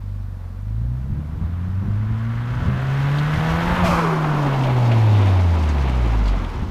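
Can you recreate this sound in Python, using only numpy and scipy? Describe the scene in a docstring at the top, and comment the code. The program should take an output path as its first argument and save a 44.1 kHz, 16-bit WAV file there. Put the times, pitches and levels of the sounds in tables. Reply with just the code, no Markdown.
"""A country lane, one microphone on the verge, a light breeze buffeting it. Some way off, a turbocharged
four-cylinder car with a big exhaust pulls away, its pipe booming on the firing rate. It closes in,
rasping under load, tyres hissing and flicking grit. Right by the microphone, near 3.8 s, the driver
lifts off: the turbo dumps its air with a hiss and a falling hoot. The revs sink, the pipe booms at its
loudest on the overrun, and the brake pads rub faintly as the car slows."""
import sys
import numpy as np
from scipy import signal
from scipy.fft import rfft, irfft, next_fast_len
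from scipy.io import wavfile
from scipy.ndimage import uniform_filter1d

SR = 44100
rng = np.random.default_rng(int(sys.argv[2]) if len(sys.argv) > 2 else 0)


def generate_wav(sig):
    """Save sig (samples, or channels by samples) to the path in sys.argv[1] as 16-bit PCM at SR."""
    pcm = np.round(np.clip(np.atleast_2d(sig).T, -1, 1) * 32767).astype(np.int16)
    wavfile.write(sys.argv[1], SR, pcm)


N = 295581
TIME = np.arange(N) / SR
LIFT_S = 3.83  # the driver lifts off

# how near the car is to the microphone: t/s, level/dB against its place by the verge
NEARNESS = [(0, -19.5), (.7, -19.5), (2, -10.5), (3, -1), (3.75, 3), (4.2, 0), (4.7, 0.5), (6.2, -1.5),
            (6.7, -6)]
# the firing tone: t/s, f/Hz, level/dB
FIRING_TONE = [(0, 49, -31), (.2, 49.3, -30), (.48, 43.8, -35), (.75, 54.7, -25), (1.3, 76.03, -30),
               (1.55, 86.4, -24.5), (2.05, 107.7, -21.5), (2.65, 125.3, -24.5), (3.1, 141.8, -18.5),
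               (3.55, 164.5, -23), (3.79, 181.6, -21.5), (3.9, 173.4, -21.5), (4.2, 155.6, -21),
               (4.6, 133, -20.5), (5.1, 106.3, -12), (5.85, 66.5, -19), (6.3, 48.2, -15.5), (6.7, 32, -40)]
# the engine at work: t/s, load/0-1, share of the close mid ring/0-1, rasp against turbulence/dB
THROTTLE = [(0, 0.65, 0.16, -6), (1.2, 0.7, 0, -8.5), (2.2, 0.9, 0.44, -3.5), (2.6, 0.94, 0.25, -1),
            (3.3, 0.83, 0.22, -1), (3.78, 0.8, .25, -3.5), (3.95, 0.47, 0.74, -9.5), (4.4, 0.17, 0.27, -3),
            (4.9, 0, 0.01, -6.5), (6.7, 0.03, 0.37, -23)]
# second and third harmonics through the tailpipe's resonances, heard from the verge: f/Hz, level/dB
SECOND_HARMONIC = [(70, -29.5), (95, -31.5), (110, -24.5), (128, -26), (155, -36.5), (230, -33), (255, -45),
                   (288, -37.5), (312, -45.5), (340, -34), (370, -49)]
THIRD_HARMONIC = [(110, -39), (145, -41), (175, -36.5), (215, -37.5), (255, -46), (345, -63.5),
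                  (378, -42.5), (450, -48), (530, -41)]
# weaker orders ahead of the silencer: multiple of the firing rate, level/dB against the third harmonic
SIDE_ORDERS = [(1.5, 1.5), (2.5, -9), (3.5, -7.5), (4, -7.5), (4.5, -8), (5, -12), (5.5, -10)]
# what the silencer lets through of those orders: f/Hz, gain/dB
SILENCER_GAIN = [(60, -16), (150, 2), (240, 1), (300, -13), (400, -27), (550, 0), (900, 15)]
# each cylinder's blow in turn: level/dB
CYLINDERS = [-1, -9, -3.5, -12.5]
# colour of the exhaust rush under load, close by and on the overrun: f/Hz, level/dB
PULLING = [(200, -7), (300, 4), (380, -14.5), (460, 2.5), (560, 2.5), (650, 4), (780, 1), (1000, 3),
           (1400, 0.5), (1750, -5), (2100, -10), (2600, -17), (3100, -17.5), (4000, -20.5), (6000, -30)]
CLOSE = [(250, -20), (350, -19), (500, -17), (700, -7), (830, -2), (1050, 8.5), (1380, 4.5), (1750, -8),
         (2130, -9), (2480, -17), (3200, -16.5), (4200, -37), (6000, -35)]
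OVERRUN = [(250, -4), (340, -1), (420, -4), (520, -4.5), (640, -2), (760, -3), (920, -2), (1200, -10.5),
           (1500, -12.5), (2200, -8), (3100, -13.5), (3900, -16.5), (6000, -18)]
# colour of the hiss of tyres and dumped air: f/Hz, level/dB
HISS = [(3000, -9), (4100, -1.5), (5200, -3), (6600, -7), (7600, -13), (9500, -17.5), (12000, -23),
        (15200, -25)]
# the silencer's hollow resonances: f/Hz, width/Hz, level/dB
CHAMBERS = [(187, 40, 2), (237, 60, 2), (291.3, 23.7, 0), (341, 83, -5)]
# colour of fine grains under the tyres: f/Hz, level/dB
SAND = [(800, -16), (2200, 7), (3500, 0.5), (6000, -10.5), (8000, -10), (15000, -23)]
# breeze at the microphone: t/s, level/dB
BREEZE = [(0, -45), (.6, -41), (1.1, -30.5), (2.7, -32.5), (3.9, -27.5), (4.2, -39.5), (6.7, -37.5)]
# its colour: f/Hz, level/dB
BREEZE_COLOUR = [(15, -12), (35, -1.5), (70, 5), (120, 1.5), (190, -6), (260, -14), (400, -24.5),
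                 (800, -53), (4000, -102)]
# its single buffets: t/s, relative level/dB, half-width/s
BUFFETS = [(1.12, -15.5, 0.014), (1.19, -23, 0.013), (1.68, -22, 0.012), (1.78, -25, 0.041),
           (1.88, -20, 0.036), (2.12, -23, 0.018), (2.678, -13, 0.013), (2.74, -20.5, 0.071),
           (3.38, -15.5, 0.018), (3.84, -15, 0.014), (3.89, -18.5, 0.031), (6.625, -19.5, 0.066)]
# colour of the lane's still air: f/Hz, level/dB
AIR = [(230, 4), (330, -4.5), (500, 14), (900, -7.5), (1500, 1.5), (3000, -7), (4200, -6.5), (7000, -13.5),
       (9000, -14.5), (15000, -14.5)]
# stones flicked by the tyres: t/s, relative level/dB, f/Hz, t60/s
GRIT = [(0.682, -39.5, 1890, 0.045), (3.185, -22, 3330, 0.07), (3.992, -6, 1210, 0.011),
        (4.243, -15, 1250, 0.12), (4.538, -26.5, 2990, 0.071), (4.635, -21, 3060, 0.08),
        (4.697, -26, 2592, .12), (4.859, -32, 4793, 0.067), (4.917, -20, 2830, 0.081),
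        (5.689, -32, 5600, 0.097), (5.782, -27, 2302, 0.069), (5.874, -31, 2200, 0.14),
        (6.256, -31, 3843, 0.15), (6.279, -27, 3970, 0.092), (6.448, -27, 3010, 0.026)]
# rubs of the brake pads: t/s, level/dB, half-width/s
RUBS = [(5.21, -42.5, 0.12), (5.87, -60, 0.057)]

# how a layer follows the car: base level/dB, dB per dB of nearness, full load/dB, surge at the lift/dB
ROAR_LAW, BITE_LAW = (-34.5, 1.15, 1.5, 10), (-39, 1.51, 5, 0)
HISS_LAW, DRONE_LAW = (-47, 1.5, -2, -3), (-31, 1, -7.5, -1)


def undb(db):
    """Decibels to gain."""
    return 10 ** (np.asarray(db) / 20)


def curves(table):
    """Each column of a timed table, sample by sample."""
    s, *columns = np.transpose(table)
    return [np.interp(TIME, s, c) for c in columns]


def at(points, hz):
    """Read a spectrum (f/Hz, level/dB) at given frequencies."""
    return np.interp(hz, *np.transpose(points))


def swells(table):
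    """A bell-shaped rise and fall for each row (t/s, level/dB, half-width/s)."""
    return sum(undb(db) * np.exp(-.5 * ((TIME - s) / width) ** 2) for s, db, width in table)


def unit(x):
    """Scale to rms 1."""
    return x / np.sqrt(np.mean(x ** 2))


def noise():
    """White noise."""
    return rng.standard_normal(N)


def walk(rate):
    """Smooth random drift of rms 1, with `rate` steps a second."""
    k = max(int(SR / rate), 1)
    steps = np.repeat(rng.standard_normal(N // k + 1), k)
    return unit(uniform_filter1d(uniform_filter1d(steps, k), k)[:N])


def shape(x, response):
    """Filter by a response given as a function of frequency."""
    size = next_fast_len(N + SR // 2)
    hz = np.maximum(np.arange(size // 2 + 1) * SR / size, 1)
    return irfft(rfft(x, size) * response(hz), size)[:N]


def colour(x, points):
    """Filter by a spectrum (f/Hz, level/dB); rms 1."""
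    hz, db = np.transpose(points)
    return unit(shape(x, lambda f: undb(np.interp(np.log(f), np.log(hz), db))))


def band(x, lo_hz, hi_hz, order=4):
    """Band-pass."""
    return signal.sosfilt(signal.butter(order, [lo_hz, hi_hz], "band", fs=SR, output="sos"), x)


def resonance(f, hz, width_hz):
    """Response of two like resonators in series."""
    return 1 / (1 + 1j * (f / hz - hz / f) * hz / width_hz) ** 2


def mic_gain(law, lag_s=0.12, rise_s=0.17, fall_s=1.07):
    """A layer's gain at the microphone, from nearness, load and a surge or dip just after the lift."""
    base_db, slope, load_db, surge_db = law
    since = TIME - LIFT_S - lag_s
    surge = np.exp(-np.abs(since) / np.where(since < 0, rise_s, fall_s))
    return undb(base_db + slope * curves(NEARNESS)[0] + load_db * curves(THROTTLE)[0] + surge_db * surge)


def tailpipe_boom(cycles, hz, firing_db, lumpy_db=3, throb_db=-17, nearness_slope=0.29):
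    """Low tones swell as they sweep the pipe's resonances; unequal cylinders add orders between them."""
    def tone(order, db, flutter_db, rate):
        level = undb(db + flutter_db * walk(rate))
        return np.sqrt(2) * level * np.cos(2 * np.pi * order * cycles)  # harmonics crest at each firing
    load = curves(THROTTLE)[0]
    third_db = at(THIRD_HARMONIC, 3 * hz) + nearness_slope * curves(NEARNESS)[0]
    out = tone(1, firing_db, flutter_db=0.4, rate=24.8)
    out += tone(2, at(SECOND_HARMONIC, 2 * hz), flutter_db=1.5, rate=23)
    out += tone(3, third_db, flutter_db=2, rate=25)
    out += load ** 2 * tone(.5, firing_db + throb_db, lumpy_db, rate=23)  # the crank's own turn throbs
    for order, db in SIDE_ORDERS:
        out += tone(order, third_db + db + at(SILENCER_GAIN, order * hz), lumpy_db, rate=25)
    return out


def firings(cycles, jitter_s=.00005, scatter_db=0.8):
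    """One sharp blow for each firing, a little uneven in time and size."""
    count = np.arange(1, int(cycles[-1]))
    timing, size = rng.standard_normal((len(count), 2)).T
    times = np.interp(count, cycles, TIME) + jitter_s * timing
    samples = np.clip(times * SR, 0, N - 1).astype(int)
    out = np.zeros(N)
    out[samples] = undb(np.resize(CYLINDERS, len(count)) + scatter_db * size)
    return out


def hedges(x, t60_s=0.08, wet_db=5):
    """Add scattered echoes from the hedges and trees along the lane."""
    t = TIME[:SR // 2]
    tail = rng.standard_normal(len(t)) * undb(-60 * t / t60_s)
    return x + undb(wet_db) * signal.fftconvolve(x, tail / np.linalg.norm(tail))[:N]


def exhaust_rush(cycles, hz, puffing, churn_db=1.07):
    """Firings and turbulence make a low roar and a bite above it, coloured by load and distance."""
    load, close, rasp_db = curves(THROTTLE)
    rasp = undb(rasp_db)
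    blows = unit(hedges(firings(cycles) / np.sqrt(hz)))
    turbulence = unit(noise() * puffing * undb(churn_db * walk(45)))
    drive = (rasp * blows + turbulence) / np.hypot(1, rasp)
    blend = (load * (1 - close), PULLING), (close, CLOSE), ((1 - load) * (1 - close), OVERRUN)
    roar, bite = 0, 0
    for share, spectrum in blend:
        rush = colour(drive, spectrum)
        low = shape(rush, lambda f: 1 / (1 + (f / 1600) ** 12))
        high = shape(rush - low, lambda f: 1 / (1 + (f / 4400) ** 12))
        roar += share * low / np.std(band(low, 750, 1600))  # each colour equally strong in the mids
        bite += share * unit(high)
    return roar * mic_gain(ROAR_LAW) + bite * mic_gain(BITE_LAW)


def tyre_and_intake_hiss(hz, puffing, grain_db=1.9, churn_db=1.07, intake_db=-8.5):
    """Tyres hiss grainily on the lane, and the intake draws more air at high revs."""
    roughness = undb(grain_db * walk(600) + churn_db * walk(25))
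    tyres = colour(noise() * puffing * roughness, HISS)
    intake = undb(intake_db) * hz / hz.max() * unit(band(noise(), 6500, 16000, order=2))
    return (tyres + intake) * mic_gain(HISS_LAW)


def silencer():
    """Gas tumbling through the silencer rings its chambers."""
    ring = shape(noise(), lambda f: sum(undb(db) * resonance(f, hz, width) for hz, width, db in CHAMBERS))
    return unit(ring) * mic_gain(DRONE_LAW)


def sand(count=420, spread_db=6.5, t60_s=0.035, against_hiss_db=-6.5):
    """Fine grains crackle under the tyres, rising and falling with their hiss."""
    when, size = rng.random((count, 2)).T
    ticks = np.zeros(N)
    ticks[(when * N).astype(int)] = undb(-spread_db * np.log(.04 + size))  # many faint, a few loud
    decay = undb(-60 * TIME[:SR // 20] / t60_s)
    rattle = signal.fftconvolve(ticks, decay)[:N] * noise()
    return colour(rattle, SAND) * mic_gain(HISS_LAW) * undb(against_hiss_db)


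def still_air(level_db=-56):
    """The lane's faint, steady background."""
    return undb(level_db) * colour(noise(), AIR)


def breeze(gust_db=3.0, buffet_db=-5.0):
    """Low turbulence right on the microphone, with short buffets."""
    rumble = colour(noise(), BREEZE_COLOUR) * undb(curves(BREEZE)[0] + gust_db * walk(15))
    eddies = colour(noise(), BREEZE_COLOUR)
    eddies /= np.sqrt(uniform_filter1d(eddies ** 2, SR // 30))  # evened out, so each buffet lands
    return rumble + undb(buffet_db) * swells(BUFFETS) * eddies


def grit(trim_db=-8, crunch_db=1.0):
    """Each stone cracks under a tyre and rattles briefly."""
    out, t = np.zeros(N + SR), TIME[:SR // 5]
    for s, db, hz, t60 in GRIT:
        burst = rng.standard_normal(len(t))
        crunch = np.repeat(rng.standard_normal(len(t)), SR // 1000)[:len(t)]  # steps every millisecond
        crack = unit(band(burst * undb(crunch_db * crunch), 0.69 * hz, 1.2 * hz, order=2))
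        start = int(s * SR)
        out[start:start + len(t)] += crack * undb(db + trim_db - 60 * t / t60)
    return out[:N]


def turbo_dump(gain_db=-35, attack_s=0.03, fall_db_per_s=50, whoosh_db=6, spray_db=-11):
    """At the lift, close to the microphone, the boost escapes in a short hiss."""
    since = np.maximum(TIME - LIFT_S, 0)
    jet = colour(noise(), HISS)
    jet += undb(whoosh_db) * unit(band(noise(), 2200, 2550, order=1))
    jet += undb(spray_db) * unit(band(noise(), 4500, 13500, order=1))
    return jet * np.minimum(since / attack_s, 1) * undb(gain_db - fall_db_per_s * since)


def turbo_hoot(start_hz=768, boost_halves_s=.098, waver=0.034, flutter_db=4.0):
    """The escaping air hoots unsteadily downwards: pitch goes with the root of the pressure."""
    blast_db, fall_db_per_s, held_db = -17.5, 266, -32.5
    attack_s, hold_s, release_s = 0.027, 0.86, 0.08
    since = np.maximum(TIME - LIFT_S, 0)
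    boost = 1 / (1 + since / boost_halves_s)
    hz = start_hz * np.sqrt(boost) * (1 + waver * walk(110))
    tone = np.sqrt(2) * np.sin(2 * np.pi * np.cumsum(hz) / SR)
    opening = np.clip(np.minimum(since / attack_s, 1 - (since - hold_s) / release_s), 0, 1)
    strength = undb(blast_db - fall_db_per_s * since) + undb(held_db)
    return tone * opening * strength * undb(flutter_db * walk(50))


def brakes(ring_hz=3700, width_hz=150, ring_db=-7):
    """The pads rub a disc with a dry scrape and ring it faintly."""
    ring = unit(shape(noise(), lambda f: resonance(f, ring_hz, width_hz)))
    scrape = unit(band(noise(), 1900, 3500, order=2))
    return (scrape + undb(ring_db) * ring) * swells(RUBS)


def scene():
    """The car, the still air and the breeze, in mono from the verge."""
    hz, firing_db = curves(FIRING_TONE)
    cycles = np.cumsum(hz) / SR  # firings so far
    puffing = 1 + 0.016 * np.cos(2 * np.pi * cycles)
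    car = tailpipe_boom(cycles, hz, firing_db) + exhaust_rush(cycles, hz, puffing)
    car += tyre_and_intake_hiss(hz, puffing) + silencer() + sand()
    lane = still_air() + breeze()
    car += grit() + turbo_dump() + turbo_hoot() + brakes()
    return (car + lane)[None]


def record(dry):
    """The microphone's channel opens softly and cuts the top."""
    fade_s, top_hz = .004, 15300
    opened = dry * np.minimum(TIME / fade_s, 1)
    return signal.sosfilt(signal.ellip(10, .2, 80, top_hz, fs=SR, output="sos"), opened)


dry = scene()
out = record(dry)
generate_wav(out)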